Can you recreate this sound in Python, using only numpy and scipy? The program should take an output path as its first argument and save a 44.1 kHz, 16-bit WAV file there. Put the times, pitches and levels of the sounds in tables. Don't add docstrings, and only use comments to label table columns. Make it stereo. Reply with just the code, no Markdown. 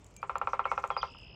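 import sys
import numpy as np
from scipy import signal
from scipy.io import wavfile

SR = 44100
rng = np.random.default_rng(int(sys.argv[2]) if len(sys.argv) > 2 else 0)


def wav_out(sig):
    wavfile.write(sys.argv[1], SR, np.round(np.clip(np.atleast_2d(sig).T, -1, 1) * 32767).astype(np.int16))


N = 59535

# frequency_hz, relative density_db (per Hz)
AIR_SPECTRUM = [(25, -1), (55, -0.5), (120, -6.5), (260, -15.5), (620, -16), (1000, -19.5), (1800, -31.5),
                (2600, -25), (3400, -43.5), (5600, -41)]
# frequency_hz, relative density_db (per Hz)
RUSTLE_SPECTRUM = [(2400, -12.5), (3300, -20.5), (4200, -15.5), (7000, -2), (8600, -36), (10300, -13.5),
                   (15000, -32)]
# time_s, level_db
RUSTLE_LEVEL = [(0, -73), (.3, -75), (.37, -77.5), (.53, -62), (.62, -83.5), (0.718, -66.5), (0.929, -69.5),
                (.98, -78), (1.228, -77), (1.35, -103)]
# frequency_hz, likeness
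STEREO_LIKENESS = [(60, 0.95), (290, 0.88), (640, -0.062), (1400, 0.12), (3100, 0.58), (7000, 1),
                   (9000, 0.079), (10500, -1.7), (15000, .3)]
# start_s, length_s, start_hz, middle_hz, end_hz, level_db, roughness (0-1)
WHISTLE_NOTES = [(.0, 0.051, 3480, 3600, 3540, -78, 0.2), (0.158, 0.09, 2364, 2360, 2480, -61, 0),
                 (0.163, 0.033, 6900, 6480, 6430, -59.5, 0.2), (.641, .010, 2370, 3210, 2000, -46.5, 0.12),
                 (0.67, 0.04, 2230, 2225, 2250, -45, 0.14), (0.903, 0.063, 3445, 3250, 3170, -54, 0.3),
                 (0.938, 0.021, 4770, 4880, 5000, -64, 0.4), (0.971, 0.0063, 3670, 4030, 5240, -55, .05),
                 (0.974, 0.024, 4970, 4840, 4782, -40.5, 0), (0.987, 0.017, 2450, 2490, 2390, -55, .1),
                 (1.014, 0.0091, 3400, 3257, 2980, -40.5, 0.1),
                 (1.023, 0.0073, 6300, 4680, 3100, -47.5, 0.12)]
# start_s, level_db (before the band filter), pitch_hz
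DRY_TICKS = [(0.0443, -46.5, 7600), (0.0653, -48, 6840), (0.1092, -55, 7600), (0.1406, -54.5, 6800),
             (0.1649, -36, 7530), (0.2184, -52, 4800), (0.382, -36.5, 7220), (0.8249, -51.5, 6170),
             (0.8759, -44.5, 6880), (0.9104, -51, 4720), (1.1864, -50.5, 5400)]
# start_s, strength_db
BILL_BLOWS = [(0.2287, -5), (.2950, -2.5), (.3550, -2), (0.414, -0.65), (0.4723, -0.7), (.5325, 0.6),
              (.5930, 0.3), (.6539, 0.2), (0.7153, 1.5), (0.7773, -0.75), (.8390, -.8), (0.9029, 0),
              (0.9656, -1.1), (1.0298, -0.7)]
# pitch_hz, level_db, t60_s, left_minus_right_db
LIMB_MODES = [(399.4, -44, 0.16, -2.3), (506.7, -34, 0.058, 5), (547, -24.5, 0.043, -1.5),
              (766, -41, 0.089, 7), (818.6, -29.5, 0.066, -4), (930, -29, .1, -.7),
              (1024.6, -31.5, 0.086, 7.8), (1120, -32, 0.057, 5), (1197, -35.5, 0.11, -9),
              (1326.4, -33, 0.065, 14.4), (1353, -29.5, 0.062, -4), (1586, -49.5, 0.089, -11.5),
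              (2147, -49.5, 0.15, 3.2), (2475, -34, 0.021, -0.8), (680, -39, 0.071, -6.5)]

SONG_FROM_S = 0.9


def from_db(db):
    return 10 ** (np.asarray(db) / 20)


def rms_one(x):
    return x / np.sqrt(np.mean(x ** 2) + 1e-20)


def at_hz(points, hz):
    points = np.array(points)
    return np.interp(np.log(hz), np.log(points[:, 0]), points[:, 1])


def bandpass(x, order, low_hz, high_hz):
    return signal.sosfilt(signal.butter(order, [low_hz, high_hz], "band", fs=SR, output="sos"), x)


def drift(rate_hz):
    step = 40
    pole = np.exp(-2 * np.pi * rate_hz * step / SR)
    noise = rng.standard_normal(N // step + 2002)
    slow = signal.lfilter([1], [1, -2 * pole, pole * pole], noise)[2000:]
    return np.interp(np.arange(N) / step, np.arange(len(slow)), rms_one(slow - slow.mean()))


def mid_side(mid, side, alike):
    return np.sqrt(1 + alike) * mid + np.sqrt(1 - alike) * side * [[1], [-1]]


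def banded_noise(spectrum, patchy_db):
    out = 0
    shared_flicker = drift(9)
    edges_hz = 20 * 2 ** np.arange(0, 9.8, 1 / 3)
    white = rng.standard_normal((2, 2, N + 8000))
    for k, (low_hz, high_hz) in enumerate(zip(edges_hz, edges_hz[1:])):
        hz = np.sqrt(low_hz * high_hz)
        if spectrum[0][0] < hz < spectrum[-1][0]:
            mid, side = bandpass(white[k % 2], 2, low_hz, high_hz)[:, -N:]
            alike = np.clip(at_hz(STEREO_LIKENESS, hz), -1, 1)
            flicker_db = patchy_db * (0.3 * shared_flicker + drift(32))
            out = out + from_db(at_hz(spectrum, hz) + flicker_db) * mid_side(mid, side, alike)
    return rms_one(out)


def air():
    return from_db(-53.5) * banded_noise(AIR_SPECTRUM, patchy_db=1.82)


def rustle():
    level_db = np.interp(np.arange(N) / SR, *np.transpose(RUSTLE_LEVEL))
    return from_db(level_db) * banded_noise(RUSTLE_SPECTRUM, patchy_db=4.6)


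def whistles(notes):
    edge = 0.14
    out, t = np.zeros(N), np.arange(N) / SR
    flutter = drift(150)
    for start, length, start_hz, middle_hz, end_hz, db, rough in notes:
        u = np.clip((t - start) / length, 0, 1)
        hz = start_hz * (1 - u) * (1 - 2 * u) + 4 * middle_hz * u * (1 - u) + end_hz * u * (2 * u - 1)
        shape = np.sin(np.pi / 2 * np.minimum(np.minimum(u, 1 - u) / edge, 1))
        tone = np.sin(2 * np.pi * np.cumsum(hz) / SR)
        out += from_db(db) * shape * (1 + rough * flutter) * tone
    return out


def ticks():
    t60_s, attack_s, grit_db = 0.012, 0.00027, -5
    out, age = np.zeros((2, N + 600)), np.arange(600) / SR
    grits = rng.standard_normal((len(DRY_TICKS), 3, len(age)))
    for (start, db, hz), grit in zip(DRY_TICKS, grits):
        rough = from_db(grit_db) * (grit[0] + 0.13 * grit[1:])
        ring = np.sin(2 * np.pi * hz * age) + rough
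        envelope = from_db(db - 60 * age / t60_s) * np.minimum(age / attack_s, 1)
        i = int(start * SR)
        out[:, i:i + len(age)] += envelope * ring
    return bandpass(out[:, :N], 1, 1500, 7500)


def scattered(x, t60_s, alike):
    t = np.arange(int(SR * 0.4)) / SR
    mid, side = rng.standard_normal((2, len(t))) * from_db(-60 * t / t60_s) * np.minimum(t / 0.012, 1)
    tail = np.sqrt(alike) * mid + np.sqrt(1 - alike) * side * [[1], [-1]]
    tail = tail / np.sqrt(np.sum(tail[0] ** 2))
    return signal.fftconvolve(x[None], tail, axes=1)[:, :N]


def crack():
    level_db, t60_s = -33.5, 0.13
    out, age = np.zeros(N), np.arange(SR // 20) / SR
    for (start, db), grit in zip(BILL_BLOWS, rng.standard_normal((len(BILL_BLOWS), len(age)))):
        i = int(start * SR)
        out[i:i + len(age)] += grit * from_db(db + level_db - 60 * age / t60_s)
    return bandpass(out + 1e-18, 2, 1600, 2693)


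def limb_ringing():
    rise_s, rise_power = 0.0011, 2.79
    in_step_s, low_lag_s = 0.0023, 0.0013
    spread_db, right_lag_s = 1.54, 0.00004
    out, t = np.zeros((2, N)), np.arange(N) / SR
    spread = rng.normal(0, 1, (len(BILL_BLOWS), len(LIMB_MODES)))
    hz, level_db, t60_s, pan_db = np.transpose(LIMB_MODES)[:, :, None]
    align_s = in_step_s + low_lag_s * np.maximum(1000 / hz - 1, 0)
    build_s = rise_s * (1000 / hz) ** rise_power
    for (start, db), uneven in zip(BILL_BLOWS, spread):
        span = slice(int(start * SR), int(start * SR) + SR // 6)
        for channel, sign in enumerate((1, -1)):
            age = np.maximum(t[span] - start - channel * right_lag_s, 0)
            mode_db = db + level_db + sign * pan_db / 2 + spread_db * uneven[:, None]
            gain = from_db(mode_db - 60 * age / t60_s)
            ringing = -np.cos(2 * np.pi * hz * (age - align_s))
            rise = 1 - np.exp(-(age / build_s) ** 2)
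            out[channel, span] += np.sum(gain * ringing * rise, axis=0)
    return out


def drumming():
    echo_s, echo_db = 0.118, -25
    blows = limb_ringing() + crack()
    echo = np.pad(blows, ((0, 0), (int(echo_s * SR), 0)))[:, :N]
    scatter = scattered(blows.mean(0), t60_s=0.15, alike=0.98)
    return blows + from_db(echo_db) * echo + from_db(-13) * scatter


def trill():
    start_s, swell_s = 1.044, 0.04
    rate_hz, slowing_hz_per_s = 64.8, 10
    top_hz, end_hz, fall_s = 3450, 2570, 0.0024
    attack_s, dies_s = 0.0015, 0.016
    upper_hz, upper_swing_hz, upper_at = 5050, 130, 0.85
    age = np.maximum(np.arange(N) / SR - start_s, 0)
    cycle = (rate_hz * age - slowing_hz_per_s / 2 * age ** 2) % 1
    since = cycle / rate_hz

    chirp_hz = end_hz + (top_hz - end_hz) * np.exp(-since / fall_s) + 80 * drift(200)
    chirp_shape = np.minimum(since / attack_s, 1) * (1 - cycle) * np.exp(-since / dies_s)
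    chirps = chirp_shape * np.sin(2 * np.pi * np.cumsum(chirp_hz) / SR)

    pulse = np.cos(np.pi * (cycle - upper_at)) ** 4
    upper = pulse * np.sin(2 * np.pi * np.cumsum(upper_hz + upper_swing_hz * drift(400)) / SR)
    voices = from_db(-47.5 + 2 * drift(150)) * chirps + from_db(-56 + drift(60)) * upper
    return np.minimum(age / swell_s, 1) * voices


def far_singer():
    song = whistles([note for note in WHISTLE_NOTES if note[0] >= SONG_FROM_S]) + trill()
    return song + from_db(-4) * scattered(song, t60_s=0.3, alike=0.91)


def scene():
    early_birds = whistles([note for note in WHISTLE_NOTES if note[0] < SONG_FROM_S])
    return air() + rustle() + early_birds + ticks() + drumming() + far_singer()


def record(dry):
    dry = signal.sosfilt(signal.butter(4, 45, "high", fs=SR, output="sos"), dry)
    return signal.sosfilt(signal.cheby2(12, 70, 16900, fs=SR, output="sos"), dry)


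dry = scene()
out = record(dry)
wav_out(out)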